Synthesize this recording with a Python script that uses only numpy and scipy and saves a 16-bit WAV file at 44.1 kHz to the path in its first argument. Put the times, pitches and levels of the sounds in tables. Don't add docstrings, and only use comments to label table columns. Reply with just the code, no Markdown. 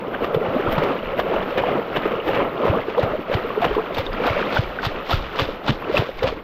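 import sys
import numpy as np
from scipy import signal
from scipy.fft import rfft, irfft, next_fast_len
from scipy.io import wavfile
from scipy.ndimage import map_coordinates

SR = 44100
rng = np.random.default_rng(int(sys.argv[2]) if len(sys.argv) > 2 else 0)


def generate_wav(sig):
    pcm = np.round(np.clip(np.atleast_2d(sig).T, -1, 1) * 32767).astype(np.int16)
    wavfile.write(sys.argv[1], SR, pcm)


N = 283762

# peak time in seconds, level in dB, length in ms,
# then the bright part and the top hiss, both as trims in dB on that level.
SPLASHES = [(0.148, -31, 20, -28, -28), (0.247, -28, 29, -15.5, -18.5), (0.348, -25.5, 8.8, -20, -16.5),
            (0.728, -24, 15, -13.5, -13.5), (0.837, -26.5, 31, -18.5, -31.5),
            (0.887, -31.5, 30, -20.5, -24), (1.194, -22.5, 11, -20, -16), (1.34, -35.5, 100, -20.5, -28),
            (1.432, -36, 39, -15.5, -29), (1.509, -34.5, 30, -15, -19), (1.582, -21, 19, -20.5, -32.5),
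            (1.685, -30, 71, -23, -26.5), (1.964, -22.5, 23, -24.5, -23.5), (2.058, -26.5, 33, -24, -34),
            (2.125, -30.5, 29, -23.5, -25), (2.287, -27, 31, -16, -17.5), (2.359, -22.5, 46, -25, -32.5),
            (2.411, -24.5, 22, -33, -34), (2.671, -25.5, 38, -18.5, -31), (2.902, -34, 30, -13.5, -33),
            (2.999, -34, 20, -10, -14.5), (3.036, -25, 18, -18.5, -33.5), (3.343, -25, 23, -15, -24.5),
            (3.649, -21, 27, -18.5, -27.5), (3.75, -36, 39, -12.5, -22.5), (3.984, -23, 20, -10, -20.5),
            (4.065, -41, 16, -3.5, -37.5), (4.133, -41.5, 8.9, -7, -18.5), (4.277, -28, 36, -8, -19.5),
            (4.394, -38.5, 43, -3, -21.5), (4.567, -25.5, 40, -6.5, -24), (4.85, -27, 18, -2.5, -22),
            (5.127, -22.5, 31, -3.5, -19), (5.406, -23, 33, -6, -24.5), (5.689, -22.5, 20.5, -6.5, -24),
            (5.979, -23, 42.6, -8, -24), (6.193, -40, 15, 0, -25.5), (6.234, -22.5, 5.3, -6, -19.5),
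            (6.279, -24.5, 16, -7, -32.5)]
def splash_envelopes():
    ms = (np.arange(SR // 2) - SR // 4) * 1000 / SR
    before, after = np.maximum(-ms, 0), np.maximum(ms, 0)
    raining = amp(-17) * (1 - np.exp(-after / 8)) * np.exp(-after / 65)
    power = np.zeros((3, N + SR))
    for s, db, length, bright_db, top_db in SPLASHES:
        rise_ms, fall_ms = 0.54 * length, 0.46 * length
        crest = .5 ** ((before / rise_ms) ** 0.92 + (after / fall_ms) ** 0.65)
        gains = amp(db + np.array([[0], [bright_db], [top_db]]))
        power[:, round(s * SR):][:, :len(ms)] += (crest ** 2 + raining ** 2) * gains ** 2
    return np.sqrt(power[:, SR // 4:][:, :N])


# frequency in Hz, gain in dB.
SLAP_EQ = [(150, 5), (500, 11.5), (1200, 4.5), (3000, -2), (5000, -42.5), (8000, -46), (11000, -61),
           (16000, -66)]
def splashes(body, bright):
    ragged = rng.standard_normal(N) * amp(3 * wobble(500) + wobble(120))
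    bright_eq = [(1500, -39.5), (3500, -8.5), (5000, -18), (7000, -36), (9000, -49.5),
                 (11000, -51.5), (16000, -57)]
    return amp(4.5) * body * coloured(ragged, SLAP_EQ) + amp(-0.5) * bright * coloured(ragged, bright_eq)


# start in seconds, level in dB, trim on the body in dB.
SMACKS = [(0.343, -28.5, 12), (0.722, -27, -5), (0.779, -26, 17), (0.835, -24.5, -5), (1.195, -21, 9),
          (1.3364, -30.5, 17.5), (1.576, -24.5, 1), (1.967, -23, -9), (2.2764, -28.5, 8), (2.346, -28, 7),
          (2.9756, -30.5, 8), (2.994, -28.5, -5), (3.028, -27.5, 15.5), (3.34, -21, 0), (3.6162, -26, 13),
          (3.6446, -21, 7), (3.749, -31.5, 10), (3.9438, -21.5, -12), (3.9823, -20.5, 4), (4.264, -19.5, 0),
          (4.5466, -23.5, 4), (4.828, -29, 17), (4.8489, -14.5, -1), (4.861, -22, -6), (5.094, -23, 7),
          (5.107, -18, 7), (5.393, -18, -11), (5.6793, -17.5, 9.5), (5.977, -18, -8), (6.231, -24, 6),
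          (6.27, -32, 9)]
def smacks(t60_s=0.055):
    t = np.arange(SR // 5) / SR
    envelopes = np.zeros((2, N + SR))
    for s, db, body_db in SMACKS:
        envelopes[:, round(s * SR):][:, :len(t)] += amp(db + np.array([[0], [body_db]]) - 60 * t / t60_s)
    soften = np.hanning(SR // 300)
    crack, body = signal.fftconvolve(envelopes, soften[None] / soften.sum(), axes=1)[:, :N]
    crack_eq = [(1500, -15.5), (3500, 7), (5000, -10), (8000, -28), (11000, -39.5), (16000, -56)]
    body_eq = [(300, -19.5), (700, 3.5), (1300, 0), (2500, -15), (4000, -28), (16000, -91)]
    return amp(-7) * crack * noise(crack_eq) + amp(-5.5) * body * noise(body_eq), crack


# time in seconds, level in dB, starting pitch in Hz.
AIR_POCKETS = [(0.3624, -22, 154), (0.486, -28, 117), (0.679, -25, 116), (0.7815, -21, 157),
               (1.6093, -32, 110), (1.977, -29.5, 169), (2.7007, -16.5, 102), (3.035, -20, 108),
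               (3.352, -18, 104), (3.6611, -28, 161), (3.992, -26, 96), (4.3068, -22.5, 106),
               (4.5927, -15, 116), (4.869, -22, 111), (5.1405, -17.5, 101.5), (5.4203, -22, 111),
               (5.7, -17.5, 143), (5.9947, -17.5, 120), (6.243, -23.5, 115)]
def thumps():
    out, t = np.zeros(N + SR), np.arange(SR // 8) / SR
    for s, db, hz in AIR_POCKETS:
        sagging_tone = -np.sin(2 * np.pi * hz * t * (1 - 1.3 * t))
        envelope = (1 - np.exp(-t / 0.0016)) * amp(-60 * (t / 0.039) ** 1.65)
        out[round((s - .3 / hz) * SR):][:len(t)] += amp(db + 8.5) * envelope * sagging_tone
    return out[:N]


# peak time in seconds, level in dB, pitch in Hz, length in ms.
BUBBLES = [(0.143, -15, 1503, 6.4), (0.2251, -11, 460, 6.2), (0.247, -15, 1206, 5),
           (0.3503, -10, 462, 11.5), (0.3764, -11.5, 470, 6.4), (0.4177, -14, 431, 11),
           (0.5644, -15.5, 247, 13), (0.5689, -17.5, 587, 5.9), (0.6033, -19, 384, 18),
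           (0.6648, -15.5, 544, 5), (0.672, -14, 1330, 6.7), (0.8215, -8.5, 536, 4.9),
           (0.916, -18.5, 496, 15), (1.141, -18.5, 540, 15), (1.1921, -21, 623, 13), (1.3293, -20, 382, 11),
           (1.3326, -16.5, 970, 4.6), (1.3663, -10, 614, 3.7), (1.5273, -20.5, 530, 9.8),
           (1.5793, -14.5, 520, 36), (1.6395, -11, 857, 4.2), (1.649, -19, 485, 23), (1.6891, -6.5, 676, 4),
           (1.7917, -18.5, 440, 7.9), (2.058, -18, 1250, 6.5), (2.061, -12, 427, 8),
           (2.2933, -16.5, 820, 5), (2.304, -16.5, 500, 9.3), (2.3881, -16, 530, 12),
           (2.4076, -15, 1020, 8.5), (2.4271, -20, 420, 8), (2.6404, -17, 1030, 8.3),
           (2.6563, -6.5, 520, 3.1), (2.683, -18, 1030, 7), (2.6857, -11, 546, 5.1), (2.733, -17, 592, 12),
           (2.7481, -18.5, 1104, 13), (2.7732, -14.5, 456, 10), (2.8878, -13.5, 420, 7.2),
           (2.9823, -12.5, 1000, 3.7), (2.983, -8, 481, 14), (2.995, -10.5, 550, 5.9),
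           (3.136, -13, 590, 8.2), (3.146, -15.5, 598, 19), (3.32, -14.5, 563, 15), (3.376, -17.5, 390, 10),
           (3.453, -16.5, 454, 12), (3.5806, -12, 427, 13), (3.629, -16.5, 696, 19),
           (3.6456, -11.5, 990, 6), (3.6535, -13.5, 436, 7.5), (3.7134, -14, 410, 11),
           (3.752, -16.5, 1100, 7.1), (3.7687, -8.5, 417, 4.5), (3.7855, -16.5, 1000, 8.9),
           (3.787, -12, 433, 19), (3.9085, -10.5, 600, 2.7), (3.9717, -12.5, 570, 4.3),
           (4.0032, -14, 530, 9.8), (4.202, -13, 456, 8.3), (4.2776, -15, 650, 5), (4.3019, -16, 610, 6.2),
           (4.37, -13.5, 583, 9.8), (4.383, -17.5, 606, 16), (4.4176, -16, 406, 6.3),
           (4.5065, -15.5, 1350, 4), (4.5695, -14.5, 584, 6.6), (4.5668, -16.5, 900, 10),
           (4.5716, -9.5, 1440, 4.8), (5.132, -13, 1335, 8.3), (5.397, -16.5, 1170, 14),
           (5.4015, -14, 505, 4.9), (5.6959, -5.5, 223, 3.9), (5.717, -19, 209, 13), (5.9005, -8, 399, 5.3),
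           (5.9459, -10.5, 562, 13.4), (5.9705, -16.5, 2570, 5), (6.0233, -8, 455, 2.6),
           (6.227, -12.5, 490, 7), (6.249, -10, 520, 17)]
def bubbles():
    s, db, hz, ms = np.transpose(BUBBLES)
    rise, fall = 0.44 * ms / 1000, 0.56 * ms / 1000
    small = hz > 850
    def ring(rows):
        return blips(s[rows], amp(db[rows] - 0.5), hz[rows], rise[rows], fall[rows], 0.073, size=4000)
    return amp(3 * wobble(200) - 1) * ring(~small) + amp(4 * wobble(450) - 2) * ring(small)


# start in seconds, level in dB, starting pitch in Hz.
DROPS = [(0.082, -12.5, 403), (0.15, -24, 2850), (0.953, -20, 482), (1.032, -15.5, 590),
         (2.2012, -20.5, 2820), (3.192, -14, 312), (3.298, -9.5, 465), (3.504, -15.5, 1086),
         (4.0657, -17.5, 3600), (4.131, -31, 4880), (4.788, -12.5, 1480), (5.489, -12, 496),
         (5.823, -19, 1050), (6.091, -14.5, 526), (6.1927, -22.5, 2140), (6.325, -13, 445)]
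def drops(low_t60_s=0.038, half_ring_hz=2800):
    out, t = np.zeros(N + SR), np.arange(SR // 5) / SR
    attack = 1 - np.exp(-t / 0.00041)
    for s, db, hz in DROPS:
        fade = amp(db - 60 * t * (1 + hz / half_ring_hz) / low_t60_s)
        chirp = np.sin(2 * np.pi * hz * t * (1 + 2.6 * t))
        out[round(s * SR):][:len(t)] += attack * fade * chirp
    return out[:N]


# time in seconds, burble level in dB, spray level in dB.
CHURN = [(0.0, -30.5, -38.5), (0.29, -27, -39), (0.57, -24, -31.5), (0.66, -25.5, -30.5),
         (0.84, -21, -31.5), (1.02, -31, -35), (1.36, -23, -32.5), (1.54, -29.5, -34.5),
         (1.66, -24.5, -32.5), (1.77, -23, -35.5), (1.9, -31.5, -33.5), (2.04, -25.5, -32.5),
         (2.25, -29, -37), (2.45, -21, -33.5), (2.55, -28, -36), (2.74, -20, -31.5), (2.88, -33.5, -37),
         (3.08, -24, -35), (3.24, -32.5, -36), (3.38, -28.5, -30.5), (3.53, -30.5, -34), (3.72, -27, -32.5),
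         (4.06, -34.5, -37), (4.22, -25.5, -29), (4.3, -27.5, -26.5), (4.37, -31, -31), (4.47, -25, -26.5),
         (4.6, -29.5, -32.5), (4.72, -34.5, -36), (5.0, -32, -34), (5.14, -39, -35.5), (5.48, -32, -35.5),
         (5.57, -37, -40.5), (5.88, -28.5, -35.5), (6.18, -38, -39.5), (6.26, -28.5, -35.5),
         (6.43, -39.5, -41)]
# frequency in Hz, gain in dB.
BURBLE_EQ = [(35, -38), (60, -21), (107, -10), (189, -1), (365, -6), (490, 1.5), (864, -8.5), (1330, -6),
             (1500, -18), (1950, -42.5), (3300, -120)]
SPRAY_EQ = [(410, -20.5), (700, -11.5), (881, -8), (1330, -4.5), (1680, -7.5), (2890, -10.5), (3430, -15.5),
            (5380, -33), (8440, -52.5), (11000, -71), (14300, -103), (22000, -120)]
def stream():
    burble_db, spray_db = curves(CHURN)
    swell_db = 1.2 * wobble(18)
    wash = noise(BURBLE_EQ)
    gurgle = swarm(1100, mid_hz=498.7, octaves=0.405, cycles=2.96, spread_db=2.1, size=1600)
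    hiss = rng.standard_normal(N)
    pops = swarm(4000, mid_hz=2137, octaves=0.875, cycles=3.1, spread_db=3.7, size=400)
    plinks = swarm(350, mid_hz=3200, octaves=0.45, cycles=8.1, spread_db=3.5, size=400)
    fizz = coloured(hiss + 0.4 * pops, SPRAY_EQ) + 0.25 * coloured(plinks, SPRAY_EQ)
    burble = amp(burble_db + 1 + swell_db + wobble(35)) * unit(0.73 * wash + 0.67 * gurgle)
    spray = amp(spray_db - 1 + swell_db + wobble(45)) * unit(fizz)
    return burble + spray, spray_db


# peak time in seconds, level in dB.
HEAVES = [(0.23, -45), (0.38, -40), (0.57, -42), (0.72, -27), (1.07, -33.5), (1.21, -38), (1.38, -33.5),
          (1.59, -42), (1.96, -44), (2.11, -44), (2.29, -46), (2.45, -43), (2.78, -37.5), (3.11, -35),
          (3.35, -40), (3.45, -40), (3.71, -28.5), (3.99, -35), (4.11, -26.5), (4.29, -37), (4.37, -33),
          (4.66, -30.5), (4.86, -33.5), (4.93, -32), (5.17, -22.5), (5.41, -36), (5.48, -32), (5.72, -31),
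          (5.95, -43), (6.18, -33.5), (6.3, -31.5)]
# frequency in Hz, gain in dB.
SLOSH_EQ = [(10, 4), (30, 8.5), (60, 0.5), (120, -20), (300, -70)]
def slosh(rise_db_per_s=250.5, fall_db_per_s=160, calm_db=-57.5):
    t = np.arange(N) / SR
    swells_db = [db - np.where(t < s, rise_db_per_s, fall_db_per_s) * np.abs(t - s) for s, db in HEAVES]
    rumble = unit(np.tanh(3.3 * noise(SLOSH_EQ)))
    return (amp(calm_db) + amp(np.max(swells_db, axis=0))) * rumble


# frequency in Hz, gain in dB.
HISS_EQ = [(10500, -74.5), (11600, -26), (12400, -3.5), (13000, 1.5), (14000, -5.5), (15600, -12)]
def top_hiss(spray_db, flare):
    level = np.hypot(amp(0.51 * spray_db - 43), amp(-2) * flare)
    flicker = amp(2.5 * wobble(300) + 1.5 * wobble(40))
    return level * unit(flicker * noise(HISS_EQ, shape=(2, N)))


def swarm(count, mid_hz, octaves, cycles, spread_db, size):
    s = rng.uniform(0, N / SR, count)
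    hz = np.clip(mid_hz * 2 ** (octaves * rng.standard_normal(count)), 120, SR / 4)
    gain = amp(spread_db * np.minimum(rng.exponential(size=count), 3))
    return unit(blips(s, gain, hz, rise=0.3 * cycles / hz, fall=0.87 * cycles / hz, glide=0.13, size=size))


def blips(s, gain, hz, rise, fall, glide, size):
    t = (np.arange(size) - size // 2) / SR
    before, after = np.maximum(-t, 0) / rise[:, None], np.maximum(t, 0) / fall[:, None]
    envelope = .5 ** (before ** 2.3 + after ** 1.28)
    bend = 1 + glide * t / (rise + fall)[:, None] / 2
    phase = 2 * np.pi * hz[:, None] * t * bend + rng.uniform(0, 2 * np.pi, (len(s), 1))
    tones = gain[:, None] * envelope * np.sin(phase)
    at = np.clip(np.round(s * SR).astype(int)[:, None] + np.arange(size), 0, N + size)
    return np.bincount(at.ravel(), tones.ravel(), N + size + 1)[size // 2:][:N]


def amp(db):
    return 10 ** (np.asarray(db) / 20)


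def unit(x):
    return x / np.sqrt(np.mean(x ** 2) + 1e-20)


def curves(rows):
    s, *columns = np.transpose(rows)
    return [np.interp(np.arange(N) / SR, s, column) for column in columns]


def wobble(rate):
    return map_coordinates(rng.standard_normal(int(N * rate / SR) + 4), [np.arange(N) * rate / SR])


def coloured(x, eq):
    m = next_fast_len(N + 8192)
    hz, db = np.transpose(eq)
    gain = amp(np.interp(np.log(np.fft.rfftfreq(m, 1 / SR) + 1), np.log(hz + 1), db))
    return unit(irfft(rfft(x, m) * gain, m)[..., :N])


def noise(eq, shape=N):
    return coloured(rng.standard_normal(shape), eq)


def scene():
    body, bright, top = splash_envelopes()
    smack, crack = smacks()
    bed, spray_db = stream()
    water = bed + splashes(body, bright) + smack + thumps() + bubbles() + drops() + slosh()
    return water + top_hiss(spray_db, flare=np.hypot(top, amp(-21) * crack))


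def record(dry, ceiling=0.68, band_limit_hz=15760):
    mid, side = (dry[0] + dry[1]) / 2, (dry[0] - dry[1]) / 2
    mid = mid / (1 + np.abs(mid / ceiling) ** 4) ** (1 / 4)
    m = next_fast_len(N + 8192)
    passband = np.fft.rfftfreq(m, 1 / SR) < band_limit_hz
    return irfft(rfft([mid + side, mid - side], m) * passband, m)[:, :N]


dry = scene()
out = record(dry)
generate_wav(out)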